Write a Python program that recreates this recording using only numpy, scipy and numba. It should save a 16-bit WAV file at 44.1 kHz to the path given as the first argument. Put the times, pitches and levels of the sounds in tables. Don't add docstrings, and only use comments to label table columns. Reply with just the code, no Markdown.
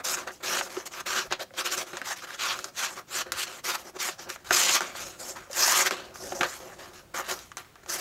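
import sys
import numpy as np
from scipy import signal
from scipy.fft import rfft, irfft
from scipy.io import wavfile
from scipy.ndimage import uniform_filter1d
from numba import njit

SR = 44100
rng = np.random.default_rng(int(sys.argv[2]) if len(sys.argv) > 2 else 0)


def inscribe(sig):
    pcm = np.round(np.clip(np.atleast_2d(sig).T, -1, 1) * 32767)
    wavfile.write(sys.argv[1], SR, pcm.astype(np.int16))


N = 353152

# f/Hz, bandwidth/Hz, level/dB
FLAT_MODES = [(2240, 760, -3.5), (2970, 930, -4), (3980, 1150, -3.5)]
CURVED_MODES = [(900, 490, -0.5), (1257, 406, 4), (1595, 440, 4.5)]
EDGE_MODES = [(5300, 1120, -3), (6480, 1240, 0.5), (7380, 1900, -4.5)]
FIZZ_BANDS = [(10300, 5900, 0), (12700, 3700, -3), (15200, 1480, -19)]
AIR_MODES = [(155, 124, -15), (229, 75, -11), (362.7, 41.6, 0.5), (528.5, 40, 1.5), (668, 180, 2.5)]


def undb(db):
    return 10 ** (np.asarray(db) / 20)


def unit(x):
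    return x / np.sqrt(np.mean(x ** 2))


def wander(rate_hz):
    hold = int(SR / rate_hz)
    steps = np.repeat(rng.standard_normal(N // hold + 1), hold)
    return 1.146 * uniform_filter1d(uniform_filter1d(steps, hold), hold)[:N]


@njit
def resonator(x, hz, width_hz):
    y, band_state, low_state = np.empty(len(x)), 0., 0.
    for i in range(len(x)):
        g, damping = np.tan(np.pi * hz[i] / SR), width_hz / hz[i]
        band = (band_state + g * (x[i] - low_state)) / (1 + g * (g + damping))
        band_state = 2 * band - band_state
        low_state += 2 * g * band
        y[i] = damping * band
    return y


def ring(force, modes, drift, flicker_db):
    out = 0
    for hz, width_hz, db in modes:
        centre_hz = np.clip(hz * (1 + drift * wander(25)), 20, .45 * SR)
        patch = force * rng.choice([-1., 1.], N)
        stage_hz = 1.63 * width_hz
        band = resonator(resonator(patch, centre_hz, stage_hz), centre_hz, stage_hz)
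        out = out + undb(db + flicker_db * wander(60)) * band / np.sqrt(width_hz)
    return out


def room_hum():
    # f/Hz, relative spectrum level/dB
    spectrum = [(59, -31), (100, -9), (176, -6), (330, -8.5), (733, -16.5), (3390, -23.5), (10100, -28),
                (13800, -32), (15000, -27)]
    hz, db = np.transpose(spectrum)
    f = np.arange(N // 2 + 1) * SR / N + 1
    gain = undb(np.interp(np.log(f), np.log(hz), db))
    noise = unit(irfft(rfft(rng.standard_normal(N)) * gain, N))
    return noise * undb(-59 + 0.76 * wander(5))


def rumble_and_thumps():
    # t/s, level/dB
    rumble = [(0.0, -65), (1.6, -70), (2.6, -70.5), (4.7, -67), (5.3, -62), (5.8, -75), (6.1, -62),
              (8.01, -62.5)]
    # t/s, peak level/dB
    thumps = [(.13, -61), (.58, -60), (1.11, -66), (1.31, -57), (2.56, -62), (2.97, -69), (3.32, -56),
              (4.5, -58), (5.06, -56), (5.4, -59), (5.6, -61), (6.29, -55), (6.42, -57), (7.36, -63)]
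    rise_s, fall_s = 0.045, 0.046
    t = np.arange(N) / SR
    power = undb(2 * np.interp(t, *np.transpose(rumble)))
    for peak_s, db in thumps:
        from_peak = np.maximum((peak_s - t) / rise_s, (t - peak_s) / fall_s)
        power += undb(2 * db) * np.exp(-from_peak ** 2)
    deep = resonator(rng.standard_normal(N), hz=np.full(N, 80.), width_hz=80.)
    deep = signal.sosfilt(signal.butter(2, 120, fs=SR, output="sos"), deep)
    return unit(deep) * np.sqrt(power)


def stroke_levels():
    # start t/s, rise/s, hold/s, fall/s (per 30 dB or so), level/dB, swell over the hold/dB,
    # curved share/dB, edge share/dB, air share/dB
    cuts = [(.034, 0.014, 0.1, 0.039, -29, -1, -7.5, -2, -11.5),
            (.42, 0.018, 0.16, 0.033, -31.5, 4, -5.5, -4.5, -8.5),
            (.848, 0.011, 0.014, 0.025, -36, 2, -11, -2.5, -9),
            (1.05, 0.017, .13, 0.093, -30.5, 2.5, -4.5, -6, -12.5),
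            (1.555, 0.026, .03, 0.034, -30.5, 2, -4.5, -5.5, -12.5),
            (1.632, .028, .005, 0.078, -25.5, -1.5, -7, -5.5, -13),
            (1.69, 0.032, 0.024, 0.039, -27, -3.5, -5.5, -3.5, -13),
            (1.755, 0.018, 0.045, 0.053, -29.5, -1.5, -6, -4.5, -8),
            (2.02, 0.036, 0.071, 0.038, -35, 5.5, -3.5, -4.5, -16.5),
            (2.37, 0.029, 0.13, 0.065, -29.5, 1.5, -5, -7, -17.5),
            (2.735, 0.052, 0.056, 0.1, -30, 3, -5, -5.5, -18),
            (3.07, 0.081, 0.066, 0.028, -29.5, 0.5, -5.5, -3.5, -13.5),
            (3.33, .06, 0.046, 0.046, -28.5, -2.5, -8.5, -3.5, -19),
            (3.63, 0.016, 0.051, 0.11, -33.5, 6, -5.5, -4, -11),
            (3.71, 0.0425, .004, .02, -26.5, 0, -3, -5, -20),
            (3.975, 0.027, 0.068, 0.1, -30, 1, -7.5, -3, -15),
            (4.505, 0.024, 0.23, 0.063, -21, -2.5, -8.5, -3, -16),
            (5.5, 0.093, 0.23, .05, -23, 2, -6.5, -2, -16.5),
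            (7.135, 0.011, 0.052, 0.072, -32.5, 1.5, -1.5, -8, -9),
            (7.272, 0.019, 0.025, 0.081, -30.5, 2, -4, -5, -7),
            (7.87, 0.028, 0.06, .09, -32.5, 1, -7, -2, -11),
            (7.96, .04, .02, .05, -31.5, 4, -5.5, -3.5, -8.5)]
    rustles = [(-.01, 0.012, .008, 0.026, -36, -4.5, 2, -17, -2),
               (.15, 0.024, 0.037, 0.1, -34, -4, -3, -9.5, -4.5),
               (.265, 0.0091, .004, 0.052, -33.5, 1.5, -0.5, -13.5, -5.5),
               (.3, 0.016, 0.016, 0.13, -48.5, -0.5, -10, -2, -6),
               (.395, .012, .01, .03, -50, 0, -2, -14, 1),
               (.6, 0.025, 0.048, .06, -38.5, -2.5, -3.5, -6, -4.5),
               (.68, 0.018, 0.086, 0.15, -42.5, 1.5, -4.5, -5.5, -5.5),
               (.9, .02, 0.091, .02, -43, 8, -3.5, -6.5, -9), (1.24, .015, .015, .03, -44, -1, -4, -8, 0),
               (1.297, 0.028, .004, 0.047, -27, 0, -7.5, -22, -11),
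               (1.384, .015, .03, 0.029, -34, -1, -4, -9, -4.5),
               (1.525, 0.018, 0.023, .03, -51, 2, -9, -9, -7),
               (1.85, 0.022, 0.019, 0.14, -41.5, -1.5, -5, -4.5, -6),
               (1.92, 0.015, 0.038, 0.12, -42, 2, -4.5, -9.5, -5),
               (2.15, .013, 0.025, .1, -42, -0.5, -6, -5, -13),
               (2.2, 0.024, 0.023, .04, -44, 6, -3, -7.5, -9.5),
               (2.26, .012, .08, .035, -43.5, 5, -2.5, -8, -13),
               (2.54, 0.016, 0.068, 0.16, -41.5, -3, -8.5, -4.5, -3.5),
               (2.635, 0.01, 0.046, 0.033, -42.5, -4, -3.5, -6.5, -4.5),
               (2.87, 0.034, .04, .04, -43.5, -1.5, -4, -2.5, -7),
               (2.94, 0.021, 0.033, 0.041, -40.5, 4, -2.5, -8, -6),
               (3.25, 0.018, .004, 0.15, -40, -4, -2.5, -15, -2.5),
               (3.325, .015, .03, .04, -39.5, 1, -4, -8, -14),
               (3.45, 0.022, .13, 0.023, -41.5, -5, -5.5, -6, -5.5),
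               (3.765, 0.017, 0.043, 0.066, -44, -3.5, -6.5, -4.5, -3.5),
               (3.83, 0.021, 0.049, .025, -45, 0, -4.5, -6, -1.5),
               (3.93, 0.039, .002, .016, -36, -2, -4.5, -10, -1.5),
               (4.165, .03, 0.047, .08, -41.5, -4, -4.5, -5, -5),
               (4.255, .017, 0.0032, 0.042, -44, 0, -4, -23, 3.5),
               (4.28, 0.013, 0.066, .02, -37.5, -8.5, -6.5, -3.5, -18),
               (4.37, .01, 0.051, .05, -59, 1, -2, -9, -3), (4.44, .007, 0.063, .03, -47, 9, -3.5, -5, -11),
               (4.506, 0.0022, 0.0044, 0.019, -16, -4, 0, -14, -8.5),
               (4.72, 0.039, 0.0087, 0.036, -21, -1, -4, -6.5, -18),
               (4.805, 0.013, 0.013, 0.25, -31, -3.5, -5, -7.5, -6.5),
               (4.93, .028, 0.06, 0.29, -40.5, 4, -8, -3, -7),
               (5.175, 0.025, 0.11, 0.093, -42.5, 2.5, -7.5, -1, -3.5),
               (5.345, 0.016, .004, 0.24, -40.5, 0, -2, -8, -8),
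               (5.485, 0.034, .04, .05, -46, 0, -4, -0.5, -12),
               (5.83, 0.03, 0.011, .04, -23, 2.5, -3.5, -7, -12),
               (5.905, 0.016, 0.043, 0.38, -30, -9, -6, -11.5, -3),
               (6.13, 0.015, 0.039, 0.12, -47.5, 0, -6, -0.5, -11),
               (6.185, 0.024, .12, 0.054, -43.5, 0.5, -8, -1, 1.5),
               (6.335, 0.016, 0.053, .03, -43.5, -3, -3, 1, 5.5),
               (6.404, 0.0057, 0.0088, 0.054, -24, -2.5, -2.5, -15, -3.5),
               (6.425, 0.0074, 0.013, 0.064, -25, -2, -2.5, -17, -6.5),
               (6.45, .015, 0.085, .11, -40, 0, -5, -3.5, -11),
               (6.585, 0.019, .12, 0.22, -45, -1.5, -4, -8, 0),
               (6.77, 0.024, 0.073, 0.2, -44, -3, -4.5, -8, -2.5),
               (6.925, 0.0099, .065, 0.06, -49.5, 1, -7, -4, -6.5),
               (7.02, .01, 0.094, .05, -58.5, -3.5, -7, -13, 1),
               (7.23, .015, 0.053, .05, -43.5, 2, -4, -8, -9),
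               (7.35, 0.013, 0.083, .2, -45.5, -7, -5.5, -4.5, -8),
               (7.572, 0.0071, .004, 0.11, -39.5, -1, -3, -11, -9.5),
               (7.64, 0.0074, .012, .45, -50.5, -8, -2, -11, -10),
               (7.75, .015, .065, .05, -60, -4, -1, -13, -5),
               (7.825, 0.0098, .002, .036, -52, 1, -2, -9, -5)]
    # t/s, level/dB
    fizz_drift = [(0.0, 0.5), (1.0, 0), (2.0, 0), (3.0, -1), (3.7, 1.5), (4.6, -1.5), (5.7, -0.5), (6.7, 0),
                  (7.1, 2), (7.6, 5.5), (8.01, 2)]
    depth_db, rounding = 30, 1.136
    t = np.arange(N) / SR
    drift_db = np.interp(t, *np.transpose(fizz_drift))
    power = np.full((5, N), 1e-12)
    for strokes, fizz_re_edge_db, is_cut in ((cuts, -7.5, True), (rustles, -6.5, False)):
        for start, rise, hold, fall, db, swell_db, curved_db, edge_db, air_db in strokes:
            knots = start + np.cumsum([0, rise, hold, 2 * fall])
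            span = slice(*np.searchsorted(t, knots[[0, -1]]))
            fade_db = depth_db * np.interp(t[span], knots, [1.026, 0.0056, 0.01, 2.1]) ** rounding
            progress = np.interp(t[span], knots[1:3], [0, 1])
            level = db + swell_db * progress - fade_db
            freed = is_cut * (progress - .5)
            curved = curved_db + 1.5 * freed + 0.058 * fade_db
            edge = edge_db - freed - 0.093 * fade_db
            fizz = edge_db - freed + fizz_re_edge_db + drift_db[span] - 0.033 * fade_db
            air = air_db + freed + 0.3 * fade_db
            power[0, span] += undb(2 * level)
            power[1:, span] += undb(2 * (level + [curved, edge, fizz, air]))
    return [10 * np.log10(power[0]), *(10 * np.log10(power[1:] / power[0]))]


def fibre_crackle(scatter_db, judder_db):
    sizes = undb(scatter_db * np.minimum(rng.exponential(size=N), 4.5))
    clicks = sizes * rng.standard_normal(N)
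    return unit(clicks * undb(judder_db * wander(350)))


def rustles_and_cuts():
    level_db, curved_db, edge_db, fizz_db, air_db = stroke_levels()
    crackle = fibre_crackle(scatter_db=2.0, judder_db=1.3)
    flat_power = 1 - sum(undb(2 * share_db) for share_db in (curved_db, edge_db, air_db - 3))
    out = np.sqrt(np.clip(flat_power, .08, .45)) * unit(ring(crackle, FLAT_MODES, 0.029, flicker_db=2.5))
    out += undb(curved_db) * unit(ring(crackle, CURVED_MODES, drift=0.011, flicker_db=2.5))
    out += undb(edge_db) * unit(ring(crackle, EDGE_MODES, drift=0.064, flicker_db=3.0))
    out += undb(fizz_db) * unit(ring(crackle, FIZZ_BANDS, drift=0.047, flicker_db=2.8))
    out += undb(air_db) * unit(ring(crackle, AIR_MODES, drift=0.0098, flicker_db=0.5))
    return undb(level_db) * out


def shifting_comb(direct, lag_s=0.000899, share=0.24):
    samples = np.arange(N)
    lag = lag_s * SR * np.exp(0.26 * wander(9))
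    delayed = np.interp(samples - lag, samples, direct)
    return (direct + share * delayed) / np.hypot(1, share)


def reverberation(source, t60_s=0.18):
    t = np.arange(SR // 2) / SR
    tail = rng.standard_normal(len(t)) * np.exp(-np.log(1000) * t / t60_s) * (t > .004)
    tail = signal.lfilter([1], [1, -.4], tail)
    return signal.fftconvolve(source, tail / np.sqrt(np.sum(tail ** 2)))[:N]


def crease_snaps():
    # t/s, drive level/dB, treble re drive/dB, air re drive/dB
    snaps = [(0.27, -41, -24, -23), (0.307, -36, -18, -8), (0.611, -18.5, -29, -18), (0.768, -25, -27, -11),
             (0.8, -33, -26, -20), (1.308, -34, -12, -1.5), (1.313, -22.5, -20, -5.5),
             (1.324, -15.5, -13.5, -28), (1.395, -36, -11, -19), (1.507, -47, -27, -5),
             (1.538, -36, -20, -15), (1.932, -28.5, -22, -6.5), (1.97, -27.5, -4.5, -17),
             (2.016, -23.5, -19, -15.5), (2.59, -27.5, -12, -25), (2.643, -29.5, 0, -19),
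             (3.32, -19.5, -5, -18.5), (4.087, -18, -30, -15), (4.301, -24, -9, -16),
             (4.36, -28, -26.5, -28), (4.508, -13.5, -16, -18), (4.807, -17.5, -11.5, -17.5),
             (4.952, -28, -23, -29), (5.498, -44.5, -14, 4), (5.513, -38, -5, -18.5), (5.531, -43, 7, -17),
             (5.909, -14.5, -10.5, -16), (6.157, -31, -18, -19), (6.321, -25, -37, -2),
             (6.409, -11, -23, -13.5), (6.432, -13, -18, -25), (6.441, -26, -15.5, -19.5),
             (7.142, -35, -13, -8.5), (7.175, -27, -16, -13), (7.197, -25.5, -26, -15), (7.39, -45, 6, -16),
             (7.517, -33, -17, -30), (7.57, -25, -8, -24), (7.58, -31, -10, -25), (7.756, -35.5, -23, -24),
             (7.8, -51, -18, -9), (7.832, -46, -16, -20), (7.861, -38.5, -12, -7)]
    crack_decay_s, shiver_db, shiver_t60_s = 0.00052, -8.5, 0.051
    size = SR // 4
    t = np.arange(size) / SR
    drives = np.zeros((3, N + size))
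    for start_s, db, treble_db, air_db in snaps:
        noise = rng.standard_normal(size)
        crack = np.sign(noise) * np.exp(-t / crack_decay_s)
        shiver = noise * undb(shiver_db) * np.exp(-np.log(1000) * t / shiver_t60_s)
        i = int(start_s * SR)
        drives[:, i:i + size] += undb([[db], [db + treble_db], [db + air_db]]) * (crack + shiver)
    sheet_drive, treble_drive, air_drive = drives[:, :N]
    sheet = ring(sheet_drive, CURVED_MODES + FLAT_MODES[:2], drift=0.046, flicker_db=-2.3)
    edge = ring(treble_drive, FLAT_MODES[2:] + EDGE_MODES, drift=0.0087, flicker_db=-2.0)
    fizz = ring(treble_drive, FIZZ_BANDS, drift=0.012, flicker_db=7.5)
    air = ring(air_drive, AIR_MODES, drift=0.0067, flicker_db=5.5)
    return undb(32.5) * sheet + undb(44) * edge + undb(33) * fizz + undb(42) * air


def scene():
    paper = shifting_comb(rustles_and_cuts()) + crease_snaps()
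    return (paper + undb(-17) * reverberation(paper) + room_hum() + rumble_and_thumps())[None]


def record(dry):
    dip_hz, dip_width_hz, dip_share, cutoff_hz = 9730., 3500., 0.2, 15750
    dipped = dry[0] - dip_share * resonator(dry[0], np.full(N, dip_hz), dip_width_hz)
    low_pass = signal.ellip(12, .5, 70, cutoff_hz, fs=SR, output="sos")
    return signal.sosfilt(low_pass, dipped)[None]


dry = scene()
out = record(dry)
inscribe(out)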